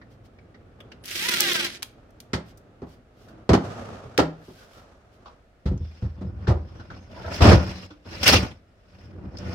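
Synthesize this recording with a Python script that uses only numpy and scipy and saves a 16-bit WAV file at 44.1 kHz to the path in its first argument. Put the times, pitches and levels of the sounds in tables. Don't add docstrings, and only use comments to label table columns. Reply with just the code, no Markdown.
import sys
import numpy as np
from scipy import signal
from scipy.fft import rfft, irfft, next_fast_len
from scipy.io import wavfile
from scipy.ndimage import uniform_filter1d, map_coordinates

SR = 44100
rng = np.random.default_rng(int(sys.argv[2]) if len(sys.argv) > 2 else 0)


def to_wav(sig):
    pcm = np.clip(np.atleast_2d(sig), -1, 1) * 32767
    pcm = np.round(pcm).astype(np.int16)
    wavfile.write(sys.argv[1], SR, pcm.T)


def voltage_ratio(level):
    return 10 ** (np.asarray(level, float) / 20)


N = 421036


def rms_one(x):
    return x / np.sqrt(np.mean(x ** 2) + 1e-20)


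def in_time(rows, fade=0.014):
    s, *columns = np.transpose(rows)
    t = np.arange(N) / SR
    curves = [np.interp(t, s, c) for c in columns]
    gate = np.interp(t, [s[0] - fade, s[0], s[-1], s[-1] + fade], [0, 1, 1, 0])
    return curves + [gate]


def at_hz(points, hz):
    return np.interp(np.log(hz), np.log(np.array(points)[:, 0] + 1), np.array(points)[:, 1])


def drift(rate, count=N):
    knots = rng.standard_normal(count // 200 + 400)
    r = np.exp(-2 * np.pi * rate * 200 / SR)
    slow = rms_one(signal.lfilter([1], [1, -2 * r, r * r], knots)[398:])
    return np.interp(np.arange(count) / 200, np.arange(len(slow)), slow)


def colour(x, spectrum, low_hz, high_hz, peaks=()):
    size = next_fast_len(x.shape[-1])
    hz = np.arange(size // 2 + 1) * SR / size + 1
    edges = np.sqrt((1 + (low_hz / hz) ** 8) * (1 + (hz / high_hz) ** 8))
    gain = voltage_ratio(at_hz(spectrum, hz)) / edges
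    for centre, width, lift_db in peaks:
        gain *= 1 + (voltage_ratio(lift_db) - 1) / (1 + (2 * (hz - centre) / width) ** 2)
    return rms_one(irfft(rfft(x, size) * gain, size)[..., :x.shape[-1]])


# f/Hz, left-right correlation
COHERENCE = [(60, 0.93), (130, 0.99), (290, .88), (640, 0.51), (1400, 0.013), (3000, 0.007),
             (15000, 0.0098)]


def stereo_noise(count, grain_db=0.0, grain_rate=60):
    size = next_fast_len(count)
    alike = np.clip(at_hz(COHERENCE, np.arange(size // 2 + 1) * SR / size + 1), -1, 1)
    mid, side = rfft(rng.standard_normal((2, size)))
    both = np.sqrt(1 + alike) * mid + np.sqrt(1 - alike) * side * np.array([[1], [-1]])
    return rms_one(irfft(both, size)[:, :count]) * voltage_ratio(grain_db * drift(grain_rate, count=count))


def ring(clicks, hz, t60):
    r, w = voltage_ratio(-60 / (t60 * SR)), 2 * np.pi * hz / SR
    return signal.lfilter([0, np.sin(w)], [1, -2 * r * np.cos(w), r * r], clicks + 1e-18)


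def dying(s, db, t60, rise=.001):
    start = round(s * SR)
    t = np.arange(min(round(t60 * SR), N - start)) / SR
    return slice(start, start + len(t)), voltage_ratio(db - 60 * t / t60) * (1 - np.exp(-t / rise))


def strokes(rows, offset_db=0, share=0, haste=1):
    t, power = np.arange(0, N + 64, 64) / SR, 0
    for s, press_db, bright_db, rise, fall in rows:
        away = np.maximum((s - t) / rise, haste * (t - s) / fall)
        level_db = press_db + offset_db + share * bright_db - 20 * away ** 1.353
        power = power + voltage_ratio(level_db) ** 2
    return np.interp(np.arange(N) / SR, t, np.sqrt(power))


# f/Hz, level/dB per Hz
AIR = [(12, -28.5), (20, -8.5), (46, -5), (162, -19), (247, -18), (326, -22), (674, -20.5), (996, -34.5),
       (1320, -27.5), (15800, -60.5)]


def room_tone():
    return voltage_ratio(-58) * colour(stereo_noise(N), AIR, 15, 17000)


# t/s of most pressure, pressure level/dB,
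# speed as brightness level/dB, rise t/s per 20 dB, fall t/s per 20 dB
DRAG_STROKES = [(0.3, -54, -31.5, 4.4, 4), (0.834, -52.5, -28, 0.21, 0.9), (2.0, -58, -19, 1.6, 2),
                (2.464, -54.5, -28, .3, .3), (3.0, -56, -30, 1.55, 0), (3.33, -51, -20, 0.27, 0.34),
                (3.652, -40.5, -7.5, 0.073, 0.66), (3.86, -50, -14, .3, .5), (4.4, -56, -15, 0.24, 0.22),
                (4.62, -62, 3, 0.16, 0.3), (4.79, -57, -4.5, 0.12, .4), (5.3, -59, -9.5, 0.4, 0.2)]
# f/Hz, level/dB per Hz
DRAG_COLOUR = [(18, -48), (30, -14), (111, 5.5), (145, -5), (244, -3), (326, -7), (566, -10), (1010, -23),
               (1240, -18), (2100, -32), (5680, -24), (13200, -42.5), (15800, -62.5)]


def drag():
    noise = stereo_noise(N, grain_db=1.6, grain_rate=60)
    rumble = strokes(DRAG_STROKES) * colour(noise, DRAG_COLOUR, 35, 450)
    scrape_gain = strokes(DRAG_STROKES, offset_db=4, share=0.46, haste=1.0)
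    hiss_gain = strokes(DRAG_STROKES, offset_db=-8.5, share=0.97, haste=1.1)
    scrape = scrape_gain * colour(noise, DRAG_COLOUR, 600, 2500)
    hiss = hiss_gain * colour(noise, DRAG_COLOUR, 2000, 19000)
    return rumble + scrape + hiss


# f/Hz, level/dB per Hz
HOUSING = [(500, -10.5), (900, -8), (1500, -1), (3000, 0), (5500, -3.5), (7000, -11), (10000, -12),
           (14500, -12), (16500, -23.5)]


def contact_noise():
    noise = stereo_noise(N, grain_db=-1.5, grain_rate=150)
    return noise, colour(noise, HOUSING, 740, 5400), colour(noise, HOUSING, 6000, 24000)


# t/s, peak level/dB, ring f/Hz,
# top end level/dB re peak, broad noise level/dB re ring
TICKS = [(0.014, -40.5, 1930, -36, -7), (0.385, -46, 2370, -34, -3.5), (0.543, -43, 2060, -31, -3),
         (0.8029, -33.5, 3370, -7, -4), (0.917, -37, 3050, -12, 6), (3.2828, -47, 1640, -6, -3),
         (5.257, -35, 1150, -46, -7), (5.775, -42, 6200, -28, -10.5), (6.47, -25, 1580, -30, -3),
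         (6.6824, -44, 1300, -40, -5), (6.797, -38, 1460, -30.5, -6), (6.9012, -31, 1470, -40, -9.5),
         (7.9039, -40.5, 1370, -38, -2.5), (8.046, -49, 1280, -22.5, -1), (9.37, -27, 5030, -24, -21),
         (9.384, -26.5, 5450, -36, -28)]


def ticks(contact):
    noise, broad, top = contact
    out = np.zeros((2, N))
    for s, peak_db, hz, top_db, broad_db in TICKS:
        t60 = 0.083 * (1500 / hz) ** 1.7 + 0.019
        at, envelope = dying(s, peak_db - 5.5, t60, rise=0.0026)
        tone = rms_one(ring(noise[:, at], hz, 0.0076))
        out[:, at] += envelope * (tone + voltage_ratio(broad_db) * broad[:, at] + voltage_ratio(top_db - 6.5) * top[:, at])
    return out


# middle t/s, rms level/dB, half length t/s
RUSTLES = [
    (0.128, -68.5, 0.025),
    (0.259, -66.5, 0.016),
    (2.49, -62.5, 0.029),
    (2.915, -64.5, 0.044),
    (3.233, -67, 0.066),
    (4.48, -62.5, 0.071),
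    (4.605, -60.5, 0.063),
    (4.762, -61, 0.059),
    (5.147, -70.5, 0.025),
]


def rustles(contact):
    _, broad, top = contact
    t = np.arange(N) / SR
    swell = sum(voltage_ratio(level_db) * np.exp(-((t - s) / half) ** 2) for s, level_db, half in RUSTLES)
    return swell * (broad + 0.49 * top)


# f/Hz, level/dB per Hz
KNOCK = [(180, -33.5), (300, 11), (502, -8.5), (612, -10), (990, -15.5), (1080, -19), (1330, -15.5),
         (1500, -22.5), (1920, -19), (2230, -24.5), (4950, -26), (15800, -60)]


def wood_noise():
    noise = stereo_noise(N, grain_db=2.5, grain_rate=80)
    return colour(noise, KNOCK, 480, 1300), colour(noise, KNOCK, 1500, 17000)


def blows(events, body, wood, ring_share, push_db, crack_rise, crack_t60):
    low, (knock, crack) = np.zeros(N), wood
    chance, out = rng.normal(0, 1, (len(events), len(body), 2)), np.zeros((2, N))
    for (s, body_db, knock_db, crack_db, thud_hz), draws in zip(events, chance):
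        for (hz, mode_db, mode_t60), (strength, late) in zip(body, draws):
            near_db = -7 * abs(np.log2(hz / thud_hz))
            start = s + abs(late) * 0.55 / hz
            level_db = body_db + push_db + mode_db + near_db + 0.56 * strength
            at, envelope = dying(start, level_db, ring_share * mode_t60, rise=0.53 / hz)
            low[at] += envelope * np.sin(2 * np.pi * hz * np.arange(len(envelope)) / SR)
        knock_t60 = 0.19 * (200 / thud_hz) ** .45
        at, envelope = dying(s, body_db + knock_db - 3.0, knock_t60, rise=0.004)
        out[:, at] += envelope * knock[:, at]
        at, envelope = dying(s, body_db + crack_db - 4.5, crack_t60, rise=crack_rise)
        out[:, at] += envelope * crack[:, at]
    return out + low


# t/s, body peak level/dB, knock level/dB re body, crack level/dB re body, thud f/Hz
BENCH_BLOWS = [
    (0.938, -39.5, -21, -25, 143),
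    (2.332, -13.5, -9, -5, 190),
    (2.5, -39, -29, -15, 159),
    (2.818, -22, -11.5, -29, 253),
    (2.867, -37.5, -16, -28.5, 143),
    (3.491, -1, -11, -21, 130),
    (3.532, 0, -15, -18, 250),
    (4.185, -4, -3, -13, 402),
    (4.481, -30.5, -11.5, -61, 358),
]
# f/Hz, level/dB, decay t60/s
BENCH_BODY = [(72, 3.5, 0.39), (96, -3, 0.22), (121, -2, 0.2), (162.2, -7.5, 0.5), (195.6, -3, 0.17),
              (253.3, -3, 0.17), (320, -8, 0.074), (355, -10.5, 0.12), (400, 2, 0.078), (493, -9, 0.09)]


def bench_blows(wood):
    return blows(BENCH_BLOWS, BENCH_BODY, wood, 0.66, push_db=-6.0, crack_rise=0.00086, crack_t60=.11)


def close_echoes(x):
    left_lag_s = 0.00016
    late = np.interp(np.arange(len(x)) - left_lag_s * SR, np.arange(len(x)), x)
    t = np.arange(SR // 20) / SR
    scatter = stereo_noise(len(t)) * voltage_ratio(-60 * t / .07) * (t > .0008)
    scatter /= np.sqrt(np.sum(scatter ** 2, axis=1, keepdims=True))
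    return np.array([.7 * late, .85 * x]) + .6 * signal.oaconvolve(x[None], scatter, axes=1)[:, :len(x)]


# t/s, f/Hz, level/dB
WHINE = [
    (1.03, 10100, -70),
    (1.06, 10100, -58),
    (1.3, 9800, -60),
    (1.64, 9700, -58),
    (1.7, 10000, -56),
    (1.79, 10000, -72),
]
# t/s, whirr level/dB
EFFORT = [
    (1.04, -49.5),
    (1.07, -41),
    (1.246, -28),
    (1.318, -25),
    (1.542, -25.5),
    (1.67, -30.5),
    (1.69, -41.5),
    (1.75, -42.5),
    (1.8, -65),
]
# f/Hz, width/Hz, lift level/dB
BUZZ = [(199.8, 50, 5), (350, 22, 14), (554, 46, 4.5)]
# f/Hz, width/Hz, lift level/dB
SHELL = [(840, 110, 4.5), (1190, 100, 1), (1680, 300, 3.5), (3798, 1800, 4.5)]


def driver():
    span = slice(round(.9 * SR), round(1.9 * SR))
    whirr_db, gate = (c[span] for c in in_time(EFFORT, fade=.004))
    t = np.arange(span.start, span.stop) / SR
    since = t - 1.278
    hz = np.maximum(512 - np.maximum(-1550 * since, 660 * since), 200)
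    phase = 2 * np.pi * np.cumsum(hz * (1 + .002 * drift(30, count=len(hz)))) / SR
    bite_s, release_s = 1.22, 1.66
    clean = np.interp(t, [bite_s - .04, bite_s, release_s, release_s + .06], [.15, .76, .76, .15])
    stack = 0
    for k in range(1, 26):
        wander = voltage_ratio(3.5 * drift(9, count=len(hz)))
        stack = stack + wander * np.cos(k * phase + rng.uniform(0, 1.3))
    stack /= np.sqrt(uniform_filter1d(stack ** 2, size=2000))
    teeth = 1 + 0.7 * np.cos(phase)
    balance = [[.9], [1.1]]
    rough, airy = (stereo_noise(len(hz)) * balance * teeth for _ in range(2))
    tonal = close_echoes(colour(stack, HOUSING, 700, 4300, SHELL))
    noisy = colour(rough, HOUSING, 1300, 8500)
    whirr = clean * tonal + np.sqrt(1 - clean ** 2) * noisy
    hiss = voltage_ratio(-5 - 17 * (t - 1)) * colour(airy, HOUSING, 6300, 17000)
    buzz = voltage_ratio(-16.5 + 12 * since) * colour(airy, [(100, -5), (700, -8.5)], 152, 650, BUZZ)
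    throb = voltage_ratio(1.5 * np.cos(phase / 14) + 2.4 * drift(60, count=len(hz)))
    out = np.zeros((2, N))
    out[:, span] = voltage_ratio(whirr_db + 0.5) * gate * throb * (whirr + hiss + buzz)
    whine_hz, whine_db, on = in_time(WHINE)
    return out + on * voltage_ratio(whine_db + 3 * drift(60)) * np.sin(2 * np.pi * np.cumsum(whine_hz) / SR)


# t/s, top end peak level/dB, decay t60/s,
# broad noise level/dB re top end
SPITS = [(1.056, -36, 0.032, -3), (1.4052, -6, 0.011, -25), (1.5308, -26, 0.026, -14),
         (1.5634, -27, 0.023, -16), (1.6452, -28.5, 0.03, -4), (1.6594, -33, 0.021, 2),
         (1.732, -54, 0.014, 6), (1.7404, -54, 0.013, 4), (1.7544, -59, 0.015, 10),
         (1.823, -35.5, 0.015, 12), (2.106, -61, 0.021, -5), (1.8281, -23.5, 0.016, 4),
         (2.2019, -43, 0.029, 1), (2.5732, -53.5, 0.048, -11), (4.177, -27, 0.025, 16),
         (8.277, -16, 0.033, 10.5)]


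def snaps(contact):
    _, broad, top = contact
    out = np.zeros((2, N))
    for s, peak_db, t60, broad_db in SPITS:
        at, envelope = dying(s, peak_db + 1.5, max(t60, .008), rise=0.0006)
        out[:, at] += envelope * (top[:, at] + voltage_ratio(broad_db - 4.5) * broad[:, at])
    return out


# middle t/s, rms level/dB, half length t/s, f/Hz
RUBS = [(3.69, -36, .035, 110), (3.785, -50, .012, 700), (3.8, -44, .04, 250), (3.9, -47, .04, 230),
        (3.955, -47, .025, 215), (3.95, -53, .012, 550), (4.07, -44, .03, 120), (4.06, -52, .03, 420),
        (4.155, -54, .02, 620), (9.2, -50, .1, 330), (9.385, -56, .02, 5200), (3.75, -58, .2, 1250),
        (4.43, -60, .015, 1700), (4.62, -55, .03, 1480), (4.78, -57, .04, 1350), (5.29, -56, .03, 1120),
        (5.8, -70, .02, 5350), (5.87, -70, .05, 5300), (5.86, -68, .06, 3500), (5.975, -66, .025, 5350),
        (5.96, -70, .03, 4950), (6.2, -68, .015, 3500), (6.28, -70, .02, 5200), (6.49, -52, .015, 5250),
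        (6.69, -68, .02, 5250), (6.77, -70, .03, 5700), (6.93, -62, .04, 2250), (7.03, -71, .04, 6300),
        (7.04, -70, .04, 5300), (7.75, -56, .1, 4050), (7.78, -56, .08, 5150), (8.15, -54, .05, 4050),
        (8.275, -26, .018, 2800), (8.285, -30, .012, 1700), (8.335, -33, .025, 5300), (8.3, -31, .012, 620)]


def rubs():
    out = np.zeros((2, N))
    for s, level_db, half, hz in RUBS:
        at = np.arange(round((s - 2.5 * half) * SR), round((s + 2.5 * half) * SR))
        t60 = 45 / hz * (hz / 1000) ** .5
        tone = rms_one(ring(stereo_noise(len(at)), hz, t60))
        out[:, at] += voltage_ratio(level_db) * np.exp(-((at / SR - s) / half) ** 2) * tone
    return out


# t/s, peak level/dB, f/Hz, decay t60/s
PANEL_NOTES = [
    (3.325, -43, 320, .25),
    (4.184, -19, 1340, .08),
    (4.23, -29, 161, .5),
    (7.44, -15, 245, .2),
    (4.49, -37, 370, .14),
    (7.525, -16, 186, .45),
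    (7.905, -36, 303, .2),
]


def panel_notes():
    out = np.zeros(N)
    for s, peak_db, hz, t60 in PANEL_NOTES:
        at, envelope = dying(s, peak_db, t60, rise=.008)
        out[at] += envelope * np.sin(2 * np.pi * hz * np.arange(len(envelope)) / SR)
    return out


def patchy(x, patch_db):
    spectra = signal.stft(x, nperseg=256)[2]
    bins, frames = spectra.shape[1:]
    field = rng.standard_normal((30, frames // 5 + 2))
    pitch_place = np.sqrt(np.arange(bins) / bins) * 29
    where = np.meshgrid(pitch_place, np.arange(frames) / 5, indexing="ij")
    gain = voltage_ratio(patch_db * map_coordinates(field, where, order=1))
    return rms_one(signal.istft(spectra * gain, nperseg=256)[1][:, :x.shape[1]])


# t/s of most pressure, pressure level/dB,
# speed as brightness level/dB, rise t/s per 20 dB, fall t/s per 20 dB
SLIDE_STROKES = [(5.95, -52.5, -12, 0.31, 0.48), (6.07, -39, -35, 0.11, 0.02), (6.27, -32, -49, 0.23, 0.54),
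                 (6.478, -33, -29.5, 0.13, 0.3), (6.77, -39.5, -25, .2, 0.43),
                 (6.93, -39.5, -23.5, 0.061, 0.3), (7.174, -37, -18.5, 0.11, 0.27),
                 (7.28, -35, -17.5, 0.1, 0.2), (7.35, -40.5, 1.5, 0.058, 0.18),
                 (7.425, -8.5, -17.5, 0.015, 0.2026), (7.515, -4, -24, 0.11, 0.083),
                 (7.6, -22.5, -23, 0.088, 0.17), (7.7, -38, -10, 0.3, .3), (7.84, -45, -8, .3, .06),
                 (8.056, -41, -19.5, 0.0055, .4), (8.14, -36, -9.5, 0.08, 0.4),
                 (8.232, -30, 5.5, 0.003, 0.08), (8.264, -30, 8, .01, .12), (8.29, -26.5, 9, 0.053, 0.113),
                 (8.335, -15.5, -3.5, 0.065, 0.0924), (8.41, -27, -14, .1, 0.16),
                 (9.03, -48.5, -15.5, 0.3, .2), (9.24, -33, -41, 0.33, 1), (9.44, -34, -23, 0.14, 0.9),
                 (9.52, -30.5, -20, 0.11, .2)]
# f/Hz, level/dB per Hz
SLIDE_COLOUR = [(18, -37.5), (30, -2), (88, 19.5), (152, 0.5), (188, -1), (286, -11.5), (509, -18),
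                (698, -19), (755, -20), (3110, -25), (3740, -30), (5250, -25), (7010, -39.5), (12500, -38),
                (15800, -38.5)]
# f/Hz, width/Hz, lift level/dB
RAILS = [(188, 13, 11), (249, 79, 8), (330, 25, 6.5), (504.5, 20, 7.5), (583, 28, 7.5), (768, 21, 5),
         (1100, 20, 3), (1460, 20, 9), (1780, 30, 2), (2446, 13, 9), (2740, 26, 6.5), (3490, 19, 9),
         (5330, 250, 4)]


def slide():
    span = slice(round(5.5 * SR), N)
    noise = patchy(stereo_noise(N - span.start, grain_db=2.0, grain_rate=42), patch_db=3.0)
    rumble_gain = strokes(SLIDE_STROKES, offset_db=-4.5)[span]
    scrape_gain = strokes(SLIDE_STROKES, offset_db=-2.2, share=0.43, haste=1.28)[span]
    hiss_gain = strokes(SLIDE_STROKES, offset_db=2.13, share=1.0, haste=1.32)[span]
    sizzle_gain = strokes(SLIDE_STROKES, offset_db=-16, share=1.2, haste=1.4)[span]
    rumble = rumble_gain * colour(noise, SLIDE_COLOUR, 41, 450, RAILS)
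    scrape = scrape_gain * colour(noise, SLIDE_COLOUR, 398, 1530, RAILS)
    hiss = hiss_gain * colour(noise, SLIDE_COLOUR, 2000, 6500, RAILS)
    sizzle = sizzle_gain * colour(noise, SLIDE_COLOUR, 6100, 17000)
    out = np.zeros((2, N))
    out[:, span] = rumble + scrape + hiss + sizzle
    return out


# t/s, body peak level/dB, knock level/dB re body, crack level/dB re body, thud f/Hz
RUNNER_BLOWS = [(5.655, -5, -29, -29, 90.4), (5.712, -6.5, -44, -47, 121), (5.801, -13.5, -48, -55, 70),
                (6.021, -9, -34, -39, 86.1), (6.209, -17, -22, -30.5, 188), (6.247, -15, -50, -46, 102),
                (6.476, 0, -21, -26.5, 88), (6.492, -11, -20.5, -54, 272), (7.405, -7, -5, -14, 283),
                (7.44, -7, -4, -12, 250), (7.475, -9, -3, -12, 400), (7.513, -3, -9, -16, 192),
                (7.901, -37, -8, -13, 306), (8.258, -15, -16, -14, 130), (8.325, -5, -22, -16, 100),
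                (9.177, -29.5, -19, -40, 87), (9.239, -22.5, -29, -57, 78.1)]
# f/Hz, level/dB, decay t60/s
RUNNER_BODY = [(58.1, -7, 0.9), (79, -1.5, 0.7), (101.7, -3, 0.42), (116, 0, 0.18), (139.7, -8, 0.5),
               (188, -3, 0.3), (272, -14, 0.45), (306, -10, 0.18), (366.3, -9, 0.31), (490.5, -7, .2)]


def runner_blows(wood):
    return blows(RUNNER_BLOWS, RUNNER_BODY, wood, 0.46, push_db=-7.0, crack_rise=0.0071, crack_t60=.13)


# t/s, peak level/dB
CREAKS = [(7.099, -44), (7.125, -42), (7.16, -38), (7.178, -38), (7.197, -38), (7.231, -33), (7.244, -30),
          (7.278, -30), (7.297, -33), (7.316, -31), (7.335, -38)]
# f/Hz, level/dB, decay t60/s
CREAK_MODES = [(630, 0, 0.05), (930, -1, 0.04), (1370, -2, 0.05), (1640, -10, 0.04)]


def creaks():
    out, noise = np.zeros((2, N)), stereo_noise(N, grain_db=4.0, grain_rate=90)
    chance = rng.normal(0, 1, (len(CREAKS), len(CREAK_MODES), 2))
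    for (s, peak_db), draws in zip(CREAKS, chance):
        for (hz, mode_db, t60), (strength, shift) in zip(CREAK_MODES, draws):
            at, envelope = dying(s, peak_db + mode_db - 5 + 2.5 * strength, .1, rise=.004)
            slip_hz = hz * (1 + .035 * shift)
            out[:, at] += envelope * rms_one(ring(noise[:, at], slip_hz, t60))
    return out


def room(x):
    t60_s, top_t60_s, gap_s = 0.32, 0.19, .006
    t, noise = np.arange(SR // 2) / SR, stereo_noise(SR // 2)
    dull = signal.sosfilt(signal.butter(1, 2500, fs=SR, output="sos"), noise)
    tail = dull * voltage_ratio(-60 * t / t60_s) + (noise - dull) * voltage_ratio(-60 * t / top_t60_s)
    tail = signal.sosfilt(signal.butter(2, 130, "high", fs=SR, output="sos"), tail * (t > gap_s))
    tail /= np.sqrt(np.sum(tail ** 2) / 2)
    return voltage_ratio(-9.5) * signal.fftconvolve(x[None], tail, axes=1)[:, :N]


def scene():
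    contact, wood = contact_noise(), wood_noise()
    side = voltage_ratio(np.array([[-.5], [.5]]))
    near = ticks(contact) + rustles(contact) + side * bench_blows(wood) + driver() + snaps(contact)
    near += panel_notes() + runner_blows(wood) + creaks()
    diffuse = room_tone() + side * drag() + rubs() + slide()
    return near + room(near.mean(axis=0)) + diffuse


def roll_off(x):
    return signal.sosfilt(signal.butter(12, 16830, fs=SR, output="sos"), x)


def record(dry):
    heard = signal.sosfilt(signal.butter(2, 37, "high", fs=SR, output="sos"), dry)
    heard = 1.565 * np.tanh(heard / 1.317)
    heard = signal.sosfilt(signal.ellip(10, .5, 60, 15950, fs=SR, output="sos"), heard)
    return roll_off(heard)


dry = scene()
out = record(dry)
to_wav(out)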